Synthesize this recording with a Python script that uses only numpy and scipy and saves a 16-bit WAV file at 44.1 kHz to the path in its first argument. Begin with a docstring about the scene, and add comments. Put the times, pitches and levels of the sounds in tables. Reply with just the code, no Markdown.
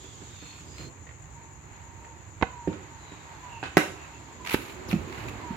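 """Cicadas throb, loudest on the right at first, over footfalls on turf in a roofed cricket net. The bat is tapped
on the turf, then a ball pitches and is driven with a loud crack that rings under the roof. It brushes along the
netting and drops close to the phone. Birds call far off, behind them distant traffic and leaves. Blows are decaying
modes plus a burst of noise, with a short hall tail; net, cloth, air and insects are shaped noise; calls are
blurred tones."""
import sys
import numpy as np
from scipy import signal
from scipy.fft import rfft, irfft
from scipy.io import wavfile
from scipy.ndimage import uniform_filter1d

SR = 44100
rng = np.random.default_rng(int(sys.argv[2]) if len(sys.argv) > 2 else 0)


def store_pcm(level_fs):
    """Save levels as 16-bit WAV."""
    pcm = np.round(np.clip(level_fs, -1, 1) * 32767).astype(np.int16)
    wavfile.write(sys.argv[1], SR, np.atleast_2d(pcm).T)


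N = 245195
TIME = np.arange(N) / SR

# bat on ball: the blow, then quick early echoes off side boards and ground:
# t/s, level/dB, build-up/s, softness cut-off f/Hz, crack level/dB
DRIVE_BLOWS = [(3.7699, 1.5, 0.0002, 12000, -12.5), (3.7728, -16, 0.00024, 1200, -38),
               (3.775, -17, 0.00032, 900, -18), (3.7768, -11, 0.0011, 5000, 0)]
# ball stopped by the netting: t/s, level/dB, build-up/s, softness cut-off f/Hz, crack level/dB
NET_STOP_BLOWS = [(4.5432, 0, 0.00038, 6000, -28)]
# noise colour of the bat-tap and net-stop contacts: f/Hz, relative level/dB
TAP_COLOUR = [(200, 10.5), (800, -9.5), (2000, 9), (3000, -3), (3900, -4.5), (5000, -26.5), (7000, -16),
              (9000, -40), (16000, -41)]
# noise colour of duller, scuffing sounds: f/Hz, relative level/dB
SCUFF_COLOUR = [(200, 3.5), (800, 3.5), (1600, 1.5), (2700, -2), (4100, -9), (5500, -19.5), (8500, -26),
                (16000, -45)]
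# colour of gritty rubbing: f/Hz, relative level/dB
RASP_COLOUR = [(150, -17), (600, -11.5), (1100, 0.5), (1600, -0.5), (2600, 3), (3400, -5), (4300, -6.5),
               (5000, -11.5), (6200, -16.5), (9000, -21), (16000, -29)]
# colour of the fine hiss on top of rubbing: f/Hz, relative level/dB
FIZZ_COLOUR = [(3000, -25), (6000, -9), (8500, -7.5), (11500, 6), (14000, -0.5), (16000, -4.5)]
# colour of the deep rumble, in traffic and beside the phone: f/Hz, relative level/dB
RUMBLE_COLOUR = [(20, -35), (35, -27), (55, 8), (70, 10.5), (115, 7), (160, 3), (300, -41.5)]
# colour of the low mids, in traffic and beside the phone: f/Hz, relative level/dB
BODY_COLOUR = [(80, 3.5), (160, -1.5), (330, 2), (480, -4.5), (800, -12), (1100, -11), (2000, -42)]


def undb(db):
    """Decibels to gain."""
    return 10 ** (np.asarray(db) / 20)


def unit(x):
    """Scale to rms 1."""
    return x / np.sqrt(np.mean(x ** 2))


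def level_curve(rows):
    """Levels of a (t/s, level/dB) table, joined by straight lines in time."""
    s, db = np.transpose(rows)
    return np.interp(TIME, s, db)


def on_bins(points, size):
    """(f/Hz, value) points read at the bins of a transform."""
    hz, value = np.transpose(points)
    return np.interp(np.log(np.fft.rfftfreq(size, 1 / SR) + 1), np.log(hz), value)


def air(points, size=N, alike_hz=650):
    """Coloured stereo noise of rms 1; long waves reach both ports nearly alike."""
    mid, side = rfft(rng.standard_normal((2, size)))
    likeness = .85 / (1 + (np.fft.rfftfreq(size, 1 / SR) / alike_hz) ** 4)
    left_right_sign = np.array([[1], [-1]])
    pair = mid * np.sqrt(1 + likeness) + left_right_sign * side * np.sqrt(1 - likeness)
    return unit(irfft(pair * undb(on_bins(points, size)), size))


def walk(rate):
    """Smooth chance of rms 1 that changes about rate times a second."""
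    size = max(int(SR / rate), 2)
    held = np.repeat(rng.standard_normal(N // size + 2), size)
    return unit(uniform_filter1d(held, size)[:N])


def wobble(width_hz, size=N):
    """Complex amplitude of a tone smeared over a narrow band."""
    hz = np.fft.fftfreq(size, 1 / SR)
    z = np.fft.ifft(np.exp(2j * np.pi * rng.random(size) - (hz / width_hz) ** 2 / 2))
    return z / np.sqrt(np.mean(abs(z) ** 2))


def glide(hz, width_hz):
    """A band of stereo noise of rms 1 that follows a pitch."""
    paths = np.array([wobble(width_hz), wobble(width_hz)])
    return unit(np.real(paths * np.exp(2j * np.pi * np.cumsum(hz) / SR)))


def swell(s, half_s):
    """A rounded rise and fall centred on time s, at half height half_s either side."""
    return 1 / (1 + ((TIME - s) / half_s) ** 4)


def low_cut(x, hz, order):
    """High-pass filter."""
    return signal.sosfilt(signal.butter(order, hz, "high", fs=SR, output="sos"), x)


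def add(out, s, sound):
    """Mix a sound in at time s."""
    start = max(int(s * SR), 0)
    out[:, start:start + sound.shape[-1]] += sound[..., :N - start]


def decay(t, t60):
    """A fade of 60 dB in t60 seconds."""
    return np.exp(-np.log(1000) * t / t60)


def alike(events, touch):
    """Blows that differ only in time and strength."""
    return [(s, db, *touch) for s, db in events]


def strike(blows, modes, contact, crack_t60, pan_db=0):
    """Each row rings the modes and gives a short crack; a low softness cut-off leaves the high modes quiet."""
    out, t = np.zeros((2, N)), TIME[:SR // 2]
    for s, db, build, soft_hz, crack_db in blows:
        ring = 0
        for hz, mode_db, t60 in modes:
            softening = np.hypot(1, (hz / soft_hz) ** 2)
            ring = ring + undb(mode_db - 60 * t / t60) * np.sin(2 * np.pi * hz * t) / softening
        crack = air(contact, size=len(t)) * undb(crack_db) * decay(t, crack_t60)
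        onset = 1 - np.exp(-(t / build) ** 2)
        ports_db = db + np.array([[pan_db], [-pan_db]]) / 2  # pan: left minus right
        add(out, s, (crack - ring) * onset * undb(ports_db))
    return out


def friction(rasp, fizz, grain_db=2.0, grain_rate=900, catch_db=4, catch_rate=260):
    """Fibres catch and slip: a gritty rasp with a fine fizz on top."""
    coarse, fine = (undb(grain_db * walk(grain_rate)) for _ in range(2))
    catches = undb(catch_db * walk(catch_rate))
    return rasp * unit(coarse * catches) * air(RASP_COLOUR) + fizz * unit(fine) * air(FIZZ_COLOUR)


def outdoors(rumble_db=-50, flicker_db=1):
    """Distant traffic, its body growing as an engine nears, and breeze in leaves, as wavering noise."""
    # low mids of the far traffic: t/s, level/dB
    traffic = [(0, -53.5), (.8, -54), (1.3, -57), (1.8, -54), (3.2, -54.5), (4.3, -51), (4.85, -45.5),
               (5.56, -44.5)]
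    # breeze in the leaves: t/s, level/dB
    breeze = [(0, -57), (1.25, -56.5), (1.75, -52.5), (2.3, -54.5), (2.7, -51.5), (3.9, -47.5),
              (4.4, -52.5), (5.2, -43.5), (5.56, -46)]
    # colour of the leaves: f/Hz, relative level/dB
    leaf_colour = [(400, -14), (900, 8.5), (1300, 0), (2000, 1), (2700, -4), (3400, -12), (4200, -10.5),
                   (5300, -24.5), (8000, -32), (9000, -32), (13500, -26), (16000, -55)]
    layers = [(RUMBLE_COLOUR, rumble_db), (BODY_COLOUR, level_curve(traffic)),
              (leaf_colour, level_curve(breeze))]
    return sum(air(points) * undb(db + flicker_db * walk(14)) for points, db in layers)


def engine(centre_s=4.98, half_s=0.41, level_db=-48.5, width_hz=15):
    """A far engine's drone, a narrow band of noise, swells, fades and sinks in pitch."""
    hz = 375.5 - 16 * (TIME - centre_s)  # sinks 16 Hz a second
    return undb(level_db) * swell(centre_s, half_s) * glide(hz, width_hz)


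def cicadas(throb_hz=10, throb_db=1.5, centre_hz=6950, sweep_hz=900, near_db=-3):
    """A throbbing chorus, a nearer buzz falling in pitch with each throb of the abdomen, and insect hiss."""
    # colour of the chorus, from the sound-making tymbals: f/Hz, relative level/dB
    tymbal_colour = [(4500, -27), (5900, -16), (6450, -5), (6900, -0.5), (7400, -4), (7900, -11.5),
                     (8600, -70), (11000, -49)]
    # colour of the broad insect hiss: f/Hz, relative level/dB
    hiss_colour = [(1800, -16), (3300, 0.5), (4400, -4), (5600, -9.5), (7500, -6), (9000, -23),
                   (13000, -20), (16000, -40)]
    # the insect hiss: t/s, level/dB
    hiss_level = [(0, -56), (.885, -59), (.895, -82), (2.3, -73), (3.1, -62.5), (5.56, -60)]
    # the song is stronger on the right until 0.89 s, then the right falls abruptly below the left
    right_db = np.where(TIME < 0.89, -46.5, -65.5)
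    song_db = [np.full(N, -57), right_db]
    cycle = np.cumsum(throb_hz * (1 + 0.068 * walk(4))) / SR
    phase = 2 * np.pi * np.cumsum(centre_hz + sweep_hz * (.5 - cycle % 1)) / SR
    near = unit(np.real(np.array([wobble(190), wobble(260)]) * np.exp(1j * phase)))
    throb = undb(-throb_db * np.cos(2 * np.pi * cycle) + .5 * walk(23.74))
    song = unit((air(tymbal_colour) + undb(near_db) * near) * throb)
    return song * undb(song_db) + air(hiss_colour) * undb(level_curve(hiss_level))


def note(length, hz, sag, blur_hz):
    """A far bird note that loses a share sag of its pitch, blurred by its many paths through the trees."""
    u = np.linspace(0, 1, int(length * SR))
    phase = 2 * np.pi * np.cumsum(hz * (1 - sag + sag * (1 - u) ** 1.493)) / SR
    shared, left, right = (wobble(blur_hz, size=SR // 2)[:len(u)] for _ in range(3))
    direct = 2 / (1 + (blur_hz / 30) ** 2)  # rough notes have little pure core
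    paths = (direct + shared + np.array([left, right])) / np.sqrt(2 + direct ** 2)
    return np.sqrt(np.abs(np.sin(np.pi * u))) * np.real(paths * np.exp(1j * phase))


def birds(call_blur_hz=27.8, whistle_blur_hz=71, chirp_blur_hz=145):
    """One far bird hoots and slurs low; smaller ones whistle and chirp above it, all as blurred tones."""
    # hoots on one low note: t/s, length/s, level/dB
    hoots = [(1.277, 0.35, -55.5), (1.749, 0.29, -54.5), (2.001, 0.2, -50.5), (2.899, 0.1, -52),
             (3.253, 0.163, -48), (3.997, 0.41, -53.5)]
    # the same bird's higher, falling call, about once a second: t/s, length/s, level/dB
    slurs = [(2.435, 0.32, -44), (3.4, 0.21, -43), (4.385, 0.212, -45), (5.374, 0.202, -41)]
    # thin level whistles: t/s, length/s, f/Hz, level/dB
    whistles = [(0.388, 0.22, 4300, -53.5), (0.652, 0.22, 4930, -57.5), (0.759, 0.14, 4200, -50)]
    # hoarse sinking chirps: t/s, length/s, f/Hz, level/dB
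    chirps = [(0, 0.16, 3490, -56), (0.24, 0.35, 3730, -56), (0.37, 0.26, 2600, -56.5),
              (2.983, 0.26, 4030, -58.5), (3.485, 0.159, 2810, -49), (3.962, 0.11, 2720, -51),
              (4.116, 0.085, 2740, -54.5)]
    out = np.zeros((2, N))
    for s, length, db in hoots:
        add(out, s, undb(db) * note(length, 937, 0.0252, call_blur_hz))
    for s, length, db in slurs:
        add(out, s, undb(db) * note(length, 1036, 0.12, call_blur_hz))
    for s, length, hz, db in whistles:
        add(out, s, undb(db) * note(length, hz, 0, whistle_blur_hz))
    for s, length, hz, db in chirps:
        add(out, s, undb(db) * note(length, hz, 0.045, chirp_blur_hz))
    return out


def rubs(body_db=-2):
    """Movement beside the phone comes through as soft, low surges of noise."""
    # dull rubbing close to the phone: t/s, half length/s, level/dB
    rub_strokes = [(0.67, 0.052, -51), (0.839, 0.07, -45.5), (4.967, 0.089, -39), (5.27, 0.089, -41.5)]
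    strokes = sum(undb(db) * swell(s, half) for s, half, db in rub_strokes)
    return strokes * (air(RUMBLE_COLOUR) + undb(body_db) * air(BODY_COLOUR))


def rustles(fizz_db=-17.5):
    """Strokes of cloth and shoes, whose fibres rasp with a fainter fizz."""
    # brushing strokes: t/s, half length/s, level/dB
    brush_strokes = [(0.04, 0.003, -45.5), (0.486, 0.16, -57), (0.808, 0.049, -51), (4.916, 0.019, -38.5),
                     (5.18, 0.094, -48), (5.292, 0.0066, -37)]
    strokes = sum(undb(db) * swell(s, half) for s, half, db in brush_strokes)
    return friction(strokes, strokes * undb(fizz_db))


def gear_clacks():
    """Light clacks of the batter's gear, short high modes with a faint crack."""
    # clacks: t/s, level/dB
    clack_events = [(1.068, 4.5), (1.09, 5), (1.108, 0.5), (2.046, 4)]
    # modes of the gear: f/Hz, level/dB, t60/s
    gear_modes = [(1830, -58, 0.047), (1915, -45.5, 0.027), (2070, -48, 0.031), (2260, -52, 0.026)]
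    touch = (0.0011, 9000, -49.5)  # build-up/s, softness cut-off f/Hz, crack level/dB
    return strike(alike(clack_events, touch), gear_modes, SCUFF_COLOUR, crack_t60=0.053)


def turf_thuds():
    """Thuds and footfalls on turf, low damped modes with a scuff of noise."""
    # thuds: t/s, level/dB, build-up/s, softness cut-off f/Hz, crack level/dB
    thuds = [(2.6745, 0.5, 0.0012, 2000, -40.5), (2.725, -17.5, 0.0036, 2000, -20.5)]
    # footfalls: t/s, level/dB
    steps = [(.04, -22), (.215, -20), (.42, -20.5), (.79, -20), (1.015, -32), (3.115, -19)]
    # modes of the turf: f/Hz, level/dB, t60/s
    turf_modes = [(94.5, -33, 0.2), (183, -19.5, 0.072), (307.7, -21, 0.12), (362, -13.5, 0.036),
                  (483, -20.5, 0.034), (630, -24, 0.023), (770, -44, 0.021), (1820, -37, .03)]
    step_touch = (0.0046, 900, -24)  # build-up/s, softness cut-off f/Hz, crack level/dB
    return strike(thuds + alike(steps, step_touch), turf_modes, SCUFF_COLOUR, crack_t60=0.091)


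def bat_taps():
    """The bat tapped on the turf, a few contacts ringing its damped modes."""
    # taps: t/s, level/dB, build-up/s, softness cut-off f/Hz, crack level/dB
    tap_blows = [(2.4128, -12, 0.00056, 1200, -23), (2.4218, 0, 0.0021, 455, -32),
                 (2.4248, -7.5, 0.000086, 4000, -13), (2.4283, 4, 0.00065, 2480, -33.5)]
    # modes heard in the taps: f/Hz, level/dB, t60/s
    tap_modes = [(200, -17.5, 0.027), (355, -11, 0.013), (470, -35, 0.087), (759, -22, 0.058),
                 (935, -10, 0.015), (980, -39, 0.028), (1516, -23.5, 0.03), (2130, -23, 0.017),
                 (2810, -33, 0.031)]
    return strike(tap_blows, tap_modes, TAP_COLOUR, crack_t60=0.037, pan_db=-2.5)


def ball_pitch():
    """The ball pitches on the turf, damped modes with a scuff of noise."""
    # the pitching ball: t/s, level/dB, build-up/s, softness cut-off f/Hz, crack level/dB
    pitch_blows = [(3.628, 2.5, 0.00063, 9000, -36.5), (3.636, -7.5, 0.00029, 9000, -21.5),
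                   (3.652, -8, 0.0048, 9000, -20)]
    # modes heard as the ball pitches: f/Hz, level/dB, t60/s
    pitch_modes = [(316, -34.5, 0.11), (784, -26.5, 0.032), (1050, -48, .018), (1558, -31, 0.044),
                   (2600, -35.5, 0.037)]
    return strike(pitch_blows, pitch_modes, SCUFF_COLOUR, crack_t60=0.065)


def net_brush(touch_s=4.447, release_s=0.014, rasp_power=1.2, fizz_power=2.7, snag_fizz_db=-16):
    """The scrape grows louder and brighter as the mesh tightens, and lets go when the ball stops; knots snap past."""
    # knots of the mesh that snag on the ball: t/s, level/dB
    knots = [(4.451, -38.5), (4.464, -36), (4.474, -30), (4.498, -32.5), (4.519, -28.5)]
    stop_s = NET_STOP_BLOWS[0][0]
    release = np.exp(-np.maximum(TIME - stop_s, 0) / release_s)
    tension = np.interp(TIME, [touch_s, stop_s], [0, 1]) * release
    sway = swell(stop_s + 0.11, 0.08)  # the slack net sways after the stop
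    rasp = undb(-29.5) * tension ** rasp_power + undb(-48) * sway
    fizz = undb(-35) * tension ** fizz_power + undb(-56.5) * sway
    snags = sum(undb(db) * swell(s, 0.0026) for s, db in knots)
    return friction(rasp, fizz) + snags * (air(RASP_COLOUR) + undb(snag_fizz_db) * air(FIZZ_COLOUR))


def net_stop():
    """The netting stops the ball, a short blow ringing damped modes."""
    # modes heard at the stop: f/Hz, level/dB, t60/s
    net_modes = [(130, -42, .05), (319, -5.5, 0.014), (430, -39, .03), (835, -21.5, 0.027),
                 (1500, -17.5, 0.016), (2050, -42, 0.018), (2600, -43, 0.014)]
    return strike(NET_STOP_BLOWS, net_modes, TAP_COLOUR, crack_t60=0.02, pan_db=-1.5)


def swish(centre_s=4.908, shape_s=0.025, slide_db=-44.5, fizz_db=-49, width_hz=650):
    """A quick slide of band noise that sinks in pitch just before the drop, with fizz on top."""
    octaves = np.clip(43 * (centre_s - TIME), -2, 1)  # falls 43 octaves a second
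    slide = undb(slide_db) * glide(3000 * 2 ** octaves, width_hz)
    return swell(centre_s, shape_s) ** 2 * (slide + undb(fizz_db) * air(FIZZ_COLOUR))


def ball_drops():
    """A soft low rumble under the swish, then the ball drops close to the phone: low modes with a soft scuff."""
    # a soft low rumble under the swish, then the ball's contacts:
    # t/s, level/dB, build-up/s, softness cut-off f/Hz, crack level/dB
    drop_blows = [(4.886, -22.5, 0.0046, 1500, -33), (4.929, -17.5, 0.0011, 3000, -16),
                  (4.9345, 7, 0.014, 1500, -44), (5.503, -6, 0.012, 900, -40)]
    # modes of the mat: f/Hz, level/dB, t60/s
    mat_modes = [(55, -36, 0.17), (160.5, -15, 0.079), (192.2, -1.5, 0.046), (217.5, -3, 0.044),
                 (336, -21, 0.072), (730, -7, 0.016)]
    return strike(drop_blows, mat_modes, SCUFF_COLOUR, crack_t60=0.057, pan_db=2.0)


def hall(x, build_s=0.0082):
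    """Roof, turf and side boards scatter the sound into a short tail, each band with its own decay."""
    # reverberation under the roof: f/Hz, relative level/dB, t60/s
    tail_bands = [(90, -9, 0.27), (200, -5, 0.35), (380, -7.5, 0.47), (760, -5, 0.38), (1100, -6.5, 0.49),
                  (1500, 0.5, 0.34), (1950, -4, .33), (2700, 3.5, 0.39), (5000, -0.5, 0.45),
                  (8700, 4, 0.42), (14200, 2, 0.27)]
    t = TIME[:SR]
    noise, response = rfft(air([(20, 0), (20000, 0)], size=SR)), 0
    for k, (_, db, t60) in enumerate(tail_bands):
        band = on_bins([(row[0], j == k) for j, row in enumerate(tail_bands)], SR)
        response = response + irfft(noise * band, SR) * undb(db) * decay(t, t60)
    response = response * (1 - np.exp(-(t / build_s) ** 4))
    response = response / np.sqrt(np.sum(response ** 2) / 2)
    return signal.fftconvolve(x.mean(axis=0)[None], response, axes=1)[:, :N]


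def hall_ring(level_db=-37, build_s=0.012):
    """After the drive the roofed hall rings on in decaying tones, strongest near 309 Hz."""
    # tones that ring on: f/Hz, relative level/dB, t60/s
    ring_tones = [(309, 22.5, 0.17), (517, 5, 0.34), (1531, -1, 0.22), (1660, 2, 0.27), (1780, 2, 0.24),
                  (1983, -5, .2), (2460, 0, 0.27), (2845, 0, .25)]
    out, t = np.zeros((2, N)), TIME[:SR]
    for hz, db, t60 in ring_tones:
        phase = 2 * np.pi * rng.random() + np.array([[0], [1]])  # ports 1 rad apart
        envelope = (1 - np.exp(-(t / build_s) ** 2)) * decay(t, t60)
        add(out, DRIVE_BLOWS[0][0], undb(level_db + db) * envelope * np.sin(2 * np.pi * hz * t + phase))
    return out


def bat_drive():
    """Bat drives ball: damped modes and a loud crack, then early echoes; the narrow blade radiates little bass."""
    # modes heard in the drive: f/Hz, level/dB, t60/s
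    drive_modes = [(187.9, -11.5, 0.04), (320, -14, 0.062), (380, -8, 0.025), (560, -9.5, 0.021),
                   (730, -6.5, 0.015), (1320, -19.5, 0.043), (1520, -17.5, 0.037), (1855, -13, 0.019),
                   (2694, -21, 0.035), (5600, -42, 0.0071)]
    # noise colour of the contact with willow: f/Hz, relative level/dB
    willow_colour = [(200, -21), (700, -0.5), (1900, -1.5), (2800, -16.5), (3800, -13.5), (6000, -19),
                     (8000, -23.5), (11500, -21.5), (16000, -25)]
    blows = strike(DRIVE_BLOWS, drive_modes, willow_colour, crack_t60=0.027, pan_db=-0.3)
    return low_cut(blows, 174, order=2)


def scene():
    """Blows at the crease fill the hall; the taps and the sounds near the phone stay drier."""
    background = outdoors() + engine() + cicadas() + birds() + rubs()
    brushing = rustles() + net_brush() + swish()
    clacks, thuds, taps, pitch = gear_clacks(), turf_thuds(), bat_taps(), ball_pitch()
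    stop, drops, drive = net_stop(), ball_drops(), bat_drive()
    # levels sent to the hall
    far = undb(-1.5) * drive + undb(2.5) * thuds + undb(0.5) * (pitch + clacks)
    near = undb(-10.5) * taps + undb(-4.5) * (stop + drops) + undb(-5.5) * brushing
    direct = drive + taps + thuds + pitch + clacks + stop + drops + brushing
    return direct + hall_ring() + hall(far + near) + background


def record(dry):
    """The right port is fuller, the left brighter; deep bass and top are cut, peaks past full scale clip."""
    # difference between the microphone ports: f/Hz, left minus right level/dB
    port_tilt = [(60, -7), (200, -5.5), (400, -7), (700, -1.5), (1300, -6), (2500, -6), (4400, 5.5),
                 (7000, 9.5), (10000, 0), (15000, 1)]
    tilt_db = on_bins(port_tilt, N) / 2
    ports = irfft(rfft(dry) * undb([tilt_db, -tilt_db]), N)
    clipped = np.clip(low_cut(ports, 58, order=3), -1, 1)
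    top_cut = signal.ellip(8, .2, 70, 15800, fs=SR, output="sos")
    return signal.sosfilt(top_cut, clipped)


dry = scene()
out = record(dry)
store_pcm(out)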